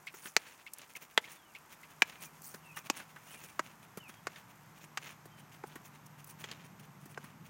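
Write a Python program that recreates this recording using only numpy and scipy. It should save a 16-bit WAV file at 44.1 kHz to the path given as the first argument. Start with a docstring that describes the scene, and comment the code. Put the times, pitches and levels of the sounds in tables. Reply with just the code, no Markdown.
"""Open-hand slaps on thigh and hide, with small tongue clicks, as a bareback rider urges a horse away
round a sandy pen. Each slap is a thump of flesh, a ring of trapped air and a crack of cloth.
Between the slaps the hooves thud and scuff in the sand, tail and denim swish and bits of grit tick.
Birds whistle faintly in the bushes, and a far engine drones and throbs, slowly growing."""
import sys
import numpy as np
from scipy import signal
from scipy.fft import rfft, irfft
from scipy.io import wavfile

SR = 44100
rng = np.random.default_rng(int(sys.argv[2]) if len(sys.argv) > 2 else 0)


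def to_wav(sig):
    """Store sig (one row per channel, or 1-D mono) as 16-bit WAV at the path in sys.argv[1].

    Samples outside -1..1 are clipped; the rate is SR.
    """
    pcm = np.clip(np.atleast_2d(sig), -1, 1) * 32767
    pcm = np.round(pcm).astype(np.int16)
    wavfile.write(sys.argv[1], SR, pcm.T)  # frames by channels


N = 330309
TIME = np.arange(N) / SR
AGE = np.arange(int(.08 * SR)) / SR  # seconds into a one-shot

# open-hand slaps: t/s, thump/dB, clap/dB, crack/dB, flesh/Hz, palm pocket/Hz, its width/Hz,
# finger pocket/Hz, its share/dB, rub of the sliding hand/dB
SLAPS = [(0.366, -35, -20, -27, 397, 2180, 900, 4430, -2.5, -52),
         (1.1771, -31.5, -18.5, -33.5, 447, 1920, 800, 3350, -1.5, -53),
         (2.0214, -37, -17, -30, 315, 2410, 400, 1700, -10, -50.5),
         (2.9, -34.5, -29, -32.5, 294, 920, 830, 2660, 0.5, -50.5),
         (3.5942, -40, -29, -43.5, 326, 1390, 695, 1650, -7, -57),
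         (4.2703, -39, -35.5, -45, 480, 1780, 845, 2330, -36, -54.5),
         (4.974, -52.5, -34, -43, 477, 2160, 1670, 1510, -14, -49.5),
         (5.6382, -42, -41, -65, 378, 790, 590, 1400, -7.5, -59.5),
         (6.441, -53, -42, -52.5, 417, 2220, 1300, 2900, -4.5, -61),
         (7.176, -49, -40, -58.5, 374, 1400, 910, 760, -1, -56.5)]
# hiss spectrum of hair and cloth: f/Hz, level/dB
HISS = [(2500, -75), (4500, -6.5), (7000, -0.5), (10000, -2.5), (15500, -5)]


def from_db(db):
    return 10 ** (np.asarray(db) / 20)


def rms_one(x):
    return x / np.sqrt(np.mean(x ** 2) + 1e-20)


def curve(points, s=TIME):
    """Read a breakpoint curve at the given times."""
    return np.interp(s, *np.transpose(points))


def add(track, s, sound):
    """Mix a sound in, starting at a time."""
    at = max(int(s * SR), 0)
    track[at:at + len(sound)] += sound[:N - at]


def band(x, low_hz, high_hz, order=2):
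    sos = signal.butter(order, [low_hz, min(high_hz, .45 * SR)], "band", fs=SR, output="sos")
    return signal.sosfilt(sos, x)


def resonance(x, hz, width_hz):
    r = np.exp(-np.pi * width_hz / SR)
    feedback = [1, -2 * r * np.cos(2 * np.pi * hz / SR), r * r]
    return signal.lfilter(np.array([1, 0, -1]) * (1 - r * r) / 2, feedback, x)


def drift(per_s):
    """A random modulator gliding from value to value; rms 1."""
    return rms_one(np.interp(TIME * per_s, np.arange(N), rng.standard_normal(N)))


def coloured(x, spectrum):
    """EQ a steady noise to a spectrum, rolling off past its ends; rms 1."""
    hz, level_db = np.transpose(spectrum)
    log_hz = np.log(np.maximum(np.arange(N // 2 + 1) * SR / N, 1))
    gain = from_db(np.interp(log_hz, np.log(hz), level_db))
    skirts = np.exp(-2 * np.abs(log_hz - np.clip(log_hz, np.log(hz[0]), np.log(hz[-1]))))
    return rms_one(irfft(rfft(x) * gain * skirts, N))


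def grains(per_s, spread_db):
    """Random clicks of uneven size; rms 1."""
    sizes = from_db(spread_db * np.minimum(rng.exponential(1, N), 4))
    return rms_one(sizes * rng.standard_normal(N) * (rng.random(N) < per_s / SR))


def at_level(x, level_db):
    """Scale a one-shot to a level, taken as if its energy lay within 10 ms."""
    return from_db(level_db) * x / np.sqrt(np.sum(x ** 2) / (.01 * SR) + 1e-20)


def burst(rise_s, decay_s):
    """Noise that swells and dies; energy 1."""
    x = rng.standard_normal(len(AGE)) * (1 - np.exp(-AGE / rise_s)) * np.exp(-AGE / decay_s)
    return x / np.linalg.norm(x)


def distance(s):
    """Metres from the listener to the horse."""
    # the horse walks away: t/s, distance/m
    path = [(0, 1.86), (2, 2.06), (4, 3.7), (7.49, 6.1)]
    return curve(path, s)


def air():
    """A bed of open air: the even wash of leaves and distance."""
    # level ride of the wash: t/s, level/dB
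    ride = [(0.0, -64.5), (0.87, -67), (1.77, -63), (5.38, -63.5), (5.63, -63), (7.49, -64.5)]
    # its spectrum: f/Hz, level/dB
    spectrum = [(20, -17), (50, -12), (90, -3.5), (140, -7.5), (300, -2.5), (520, -7.5), (900, 1.5),
                (1200, -0.5), (2400, -8.5), (4200, -18.5), (6400, -15), (10000, -24.5), (13500, -15),
                (16000, -37)]
    return from_db(curve(ride) + 3.5) * coloured(rng.standard_normal(N), spectrum)


def engine(tone_db=-1.5, rumble_db=-0.7):
    """A far engine: wavering low partials in a rumble, throbbing and slowly sinking in pitch."""
    # engine speed: t/s, speed/ratio
    speed = [(0, 1.055), (2.4, 1.06), (5.6, 1.025), (7.49, .99)]
    # partials at a speed of 1: f/Hz, relative level/dB
    partials = [(65.8, -13), (105.7, -1), (145.3, 9), (170, -3.5), (212, -16.5)]
    # rumble spectrum: f/Hz, level/dB
    rumble_spectrum = [(75, -34), (110, -8), (160, -2.5), (210, -6.5), (300, -17.5)]
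    # level ride of the drone: t/s, level/dB
    ride = [(0.0, -73), (0.58, -79.5), (2.4, -64.5), (3.5, -67), (3.69, -64), (5.11, -63.5), (5.38, -62),
            (6.74, -58), (7.49, -57.5)]
    phase_per_hz = 2 * np.pi * np.cumsum(curve(speed)) / SR
    tone = sum(from_db(db + 2 * drift(4.1)) * np.sin(hz * phase_per_hz + 0.2 * drift(3.2))
               for hz, db in partials)
    rumble = coloured(rng.standard_normal(N), rumble_spectrum)
    drone = from_db(tone_db) * rms_one(tone) + from_db(rumble_db) * rumble
    throb = 1 + .25 * np.sin(13 * phase_per_hz + .5 * drift(3))
    return from_db(curve(ride)) * throb * drone


def rustle(one_metre_db=-62):
    """Cloth and hair never rest: a thin uneven crackle that fades as the horse moves off."""
    gain = from_db(one_metre_db + 1.4 * drift(23)) / distance(TIME)
    return gain * coloured(grains(5000, spread_db=5.0), HISS)


def tongue_clicks(squeak_hz=2166, rasp_db=-1.5):
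    """The tongue lets go with a short squeak, followed by a spatter of wet little pops."""
    # a run of clicks: t/s, level/dB
    clicks = [(0.068, -41.5), (0.374, -61), (0.663, -47), (0.951, -44.5), (1.239, -48.5), (1.548, -47),
              (1.830, -53.5)]
    out = np.zeros(N)
    for s, level_db in clicks:
        pitch_hz = squeak_hz * (1 + .03 * rng.standard_normal())
        squeak = np.sin(2 * np.pi * pitch_hz * AGE) * np.exp(-((AGE - .005) / 0.0024) ** 2)
        ring = resonance(burst(0.0028, 0.0043), 1.15 * pitch_hz, 1100)
        pops = burst(0.0044, 0.0084) * (rng.random(len(AGE)) < 2500 / SR)
        rasp = resonance(pops, 1.15 * pitch_hz, 430) + 0.086 * resonance(pops, 2 * pitch_hz, 1200)
        release = at_level(squeak, -6.5) + at_level(ring, -13.5) + from_db(4.5) * burst(.002, 0.0045)
        add(out, s, at_level(release, level_db))
        add(out, s + 0.0069, at_level(band(rasp, 1300, 5350), level_db + rasp_db))
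    return out


def hooves(spray_db=-6):
    """Soft sand gives a dull thud, a crunch as it packs and a fine spray that follows the step's weight."""
    # hooves meeting the sand: t/s, thud/dB, crunch/dB (both before trim)
    steps = [(0.141, -52.5, -58), (0.256, -52, -56.5), (2.542, -46.5, -56.5), (2.768, -74, -47.5),
             (3, -51, -53.5), (3.161, -58, -55.5), (3.974, -41, -56), (4.092, -54, -59.5), (4.36, -72, -61),
             (5.058, -59, -61), (5.256, -50.5, -69), (5.757, -46, -54.5), (6.514, -50.5, -62),
             (7.057, -50, -67), (7.242, -50, -58.5)]
    out = np.zeros(N)
    for s, thud_db, crunch_db in steps:
        thud = at_level(band(burst(0.0037, 0.0033), 164, 396), thud_db - 1.5)
        crunch = at_level(band(burst(0.0023, 0.011), 920, 2130), crunch_db + 7.5)
        spray = band(burst(.002, 0.007), 4500, 18000, order=1)
        add(out, s - .002, thud + crunch + at_level(spray, max(thud_db, crunch_db) + spray_db))
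    return out


def strokes(slide_after_s=0.087, slide_s=0.16, shuffles_per_s=4, shuffle_s=.05, spread_db=3):
    """Cues for all rubbing: broad scuffs, the hand sliding off after each slap, small random shuffles."""
    # scuffs of sand, tail hair and denim: middle t/s, length/s, rub/dB, hiss/dB (both before trim)
    broad = [(0.169, 0.1, -59, -55), (0.267, 0.1, -53.5, -51), (0.597, 0.085, -57.5, -70),
             (0.809, 0.13, -52.5, -68), (0.966, 0.02, -45.5, -50.5), (1.034, 0.06, -52, -58.5),
             (1.32, 0.051, -53, -52), (1.733, 0.033, -50.5, -54.5), (2.24, 0.086, -53, -51),
             (2.46, 0.068, -62, -47), (2.53, 0.14, -66, -60), (2.78, 0.049, -47, -50),
             (2.862, 0.036, -50.5, -58), (3.38, 0.44, -55.5, -60.5), (4.095, 0.035, -53, -57),
             (4.829, 0.061, -52.5, -61.5), (5.526, .032, -56.5, -65), (5.677, 0.027, -67, -61),
             (5.863, .05, -57, -60), (6.065, 0.016, -61, -53), (6.295, 0.075, -59, -54.5),
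             (6.408, 0.052, -55, -58), (6.5, 0.12, -48.5, -82), (6.61, 0.11, -59, -81),
             (6.803, 0.03, -58, -63.5), (7.108, 0.067, -60, -64), (7.465, 0.046, -56, -64)]
    slides = [(s + slide_after_s, slide_s, rub_db, rub_db - 13) for s, *_, rub_db in SLAPS]
    chances = rng.random((int(shuffles_per_s * N / SR), 2))
    shuffles = [((k + late) / shuffles_per_s, shuffle_s, -58 - spread_db * soft, -65.5 - spread_db * soft)
                for k, (late, soft) in enumerate(chances)]
    return broad + slides + shuffles


def scuffs():
    """Sliding sand crunches in coarse grains, hair and cloth hiss in fine ones, stroke by stroke."""
    # spectrum of the coarse rub: f/Hz, level/dB
    rub_spectrum = [(150, 6.5), (350, 4), (1200, 5), (2600, 9), (5000, -4.5), (7000, -1.5), (11000, -56)]
    rub, hiss = np.zeros(N), np.zeros(N)
    for s, length_s, rub_db, hiss_db in strokes():
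        near = slice(*np.searchsorted(TIME, [s - 2 * length_s, s + 2 * length_s]))
        off_centre = 2 * (TIME[near] - s) / length_s
        swell = 1 / (1 + (1.6 * off_centre) ** 4)
        rub[near] += from_db(rub_db - 3.0) * swell
        hiss[near] += from_db(hiss_db + 2.0) * swell
    coarse = coloured(grains(1800, spread_db=1.0), rub_spectrum)
    fine = coloured(grains(9000, spread_db=4.0), HISS)
    edges_hz = np.geomspace(2000, 19000, 6)
    flickering = sum(band(fine, low, high) * from_db(1.6 * drift(80))
                     for low, high in zip(edges_hz, edges_hz[1:]))
    return from_db(2.0 * drift(70)) * (rub * coarse + hiss * rms_one(flickering))


def ticks():
    """Small sharp ticks: grit in the sand and one faint, far tongue click."""
    # ticks: t/s, level/dB, f/Hz
    cues = [(0.2573, -45, 1970), (0.735, -43, 9200), (0.784, -50.5, 10100), (0.8163, -55.5, 5000),
            (2.419, -53.5, 10000), (2.5448, -53, 5300), (4.359, -54, 2600), (6.243, -53, 10900),
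            (6.514, -43.5, 3840), (7.145, -57.5, 2900)]
    out = np.zeros(N)
    for s, level_db, pitch_hz in cues:
        add(out, s, at_level(band(burst(0.00051, 0.0028), .65 * pitch_hz, 1.5 * pitch_hz), level_db))
    return out


def slaps(fingers_lead_s=0.001445, scatter_per_m=.34, height_m=1.45, echo_db=-20, echo_db_per_m=2.5):
    """Palm and fingers each squeeze out a ringing pocket of air; flesh thumps and cloth cracks."""
    out = np.zeros(N)
    contact = signal.unit_impulse(len(AGE))
    for s, thump_db, clap_db, crack_db, flesh_hz, palm_hz, width_hz, finger_hz, finger_db, _ in SLAPS:
        metres = distance(s)
        scatter = scatter_per_m * (metres - 1)  # further off, more of the sound arrives scattered
        push = contact + scatter * burst(.0001, 0.0044)
        flesh = at_level(resonance(contact, flesh_hz, 0.45 * flesh_hz), 0)
        overtone = at_level(resonance(contact, 2.4 * flesh_hz, 0.893 * flesh_hz), -15.5)
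        thump = at_level(band(flesh - overtone, 166, 910, order=4), thump_db)
        smack = at_level(band(burst(0.00019, 0.0026), 656, 1370), -12)  # the hide flutters on briefly
        palm = at_level(band(resonance(push, palm_hz, width_hz), 520, 1.23 * palm_hz), -0.23)
        pocket = resonance(push, finger_hz, .2 * finger_hz)
        fingers = at_level(resonance(pocket, finger_hz, .6 * finger_hz), finger_db)
        clap = at_level(smack + palm + fingers, clap_db)
        crack = band(0.68 * contact + scatter * burst(0.00032, 0.0048), 4360, 7640, order=3)
        snap = band(.5 * contact + burst(0.00026, 0.00075), 4900, 14100)
        hit = thump + clap + at_level(crack, crack_db + 0.5) + at_level(snap, crack_db - 7.0)
        fingertips = at_level(band(burst(0.00043, 0.00057), 1130, 2597), clap_db - 13)
        add(out, s - fingers_lead_s, fingertips)
        add(out, s, hit)
        # the ground echo closes in and gains with distance
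        lag_s = (np.hypot(metres, 2 * height_m) - metres) / 343
        add(out, s + lag_s, from_db(echo_db + echo_db_per_m * metres) * hit)
    return out


def birds(flutter=0.0091, fade_s=0.0085):
    """Each whistle is a gliding sine, fluttering and smeared on its way through the leaves."""
    # slurs: t/s, length/s, level/dB, first f/Hz, last f/Hz, bend (over 1 the glide comes late)
    whistles = [(1.356, 0.17, -66, 3750, 2600, .8), (2.164, 0.13, -59, 2410, 2400, 1.1),
                (2.626, .03, -56, 3110, 2560, 0.82), (2.649, 0.074, -52.5, 2710, 2460, 1.8),
                (2.741, .085, -55, 3000, 2310, 0.88), (3.27, .06, -59, 2780, 3280, 1.7),
                (3.318, .06, -55, 2600, 2355, 0.63), (3.361, 0.16, -60, 3100, 2280, 0.45),
                (3.995, 0.093, -52.5, 3050, 2280, 1.24), (4.093, .09, -62, 3370, 3250, 0.76),
                (5.306, 0.11, -65, 3170, 2984, 0.92)]
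    out = np.zeros(N)
    warble, flicker_db = 1 + flutter * drift(400), 2.0 * drift(110)
    for s, length_s, level_db, first_hz, last_hz, bend in whistles:
        sung = (TIME > s) & (TIME < s + length_s)
        along = (TIME[sung] - s) / length_s
        pitch_hz = first_hz + (last_hz - first_hz) * along ** bend
        swell = np.minimum(np.minimum(along, 1 - along) * length_s / fade_s, 1)
        phase = 2 * np.pi * np.cumsum(pitch_hz * warble[sung]) / SR
        out[sung] += swell * from_db(level_db + flicker_db[sung]) * np.sin(phase)
    smeared = signal.fftconvolve(out, burst(.002, .02))[:N]
    return .6 * out + .4 * smeared


def pen(x, wall_s=.098, wall_db=-35, tail_db=-31, tail_t60_s=0.11):
    """The ring wall returns a smeared echo, and the bushes a thin dull tail."""
    age = TIME[:SR // 2]
    tail = band(rng.standard_normal(len(age)), 295.5, 1700, order=1) * from_db(-60 * age / tail_t60_s)
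    response = from_db(tail_db) * tail / np.linalg.norm(tail)
    add(response, wall_s, from_db(wall_db) * band(burst(.004, .012), 400, 5000, order=1))
    return x + signal.fftconvolve(x, response)[:N]


def scene():
    """Horse, rider and birds in the pen, over a bed of engine and open air; mono."""
    foley = slaps() + tongue_clicks() + rustle() + hooves() + scuffs() + ticks()
    return (pen(foley + birds()) + engine() + air())[None]


def record(dry, cutoff_hz=16000):
    """Soft saturation rounds the highest peaks, and a steep low-pass cuts the top."""
    rounded = 0.82 * np.tanh(dry / 0.92)
    return signal.sosfilt(signal.ellip(10, .1, 70, cutoff_hz, fs=SR, output="sos"), rounded)


dry = scene()
out = record(dry)
to_wav(out)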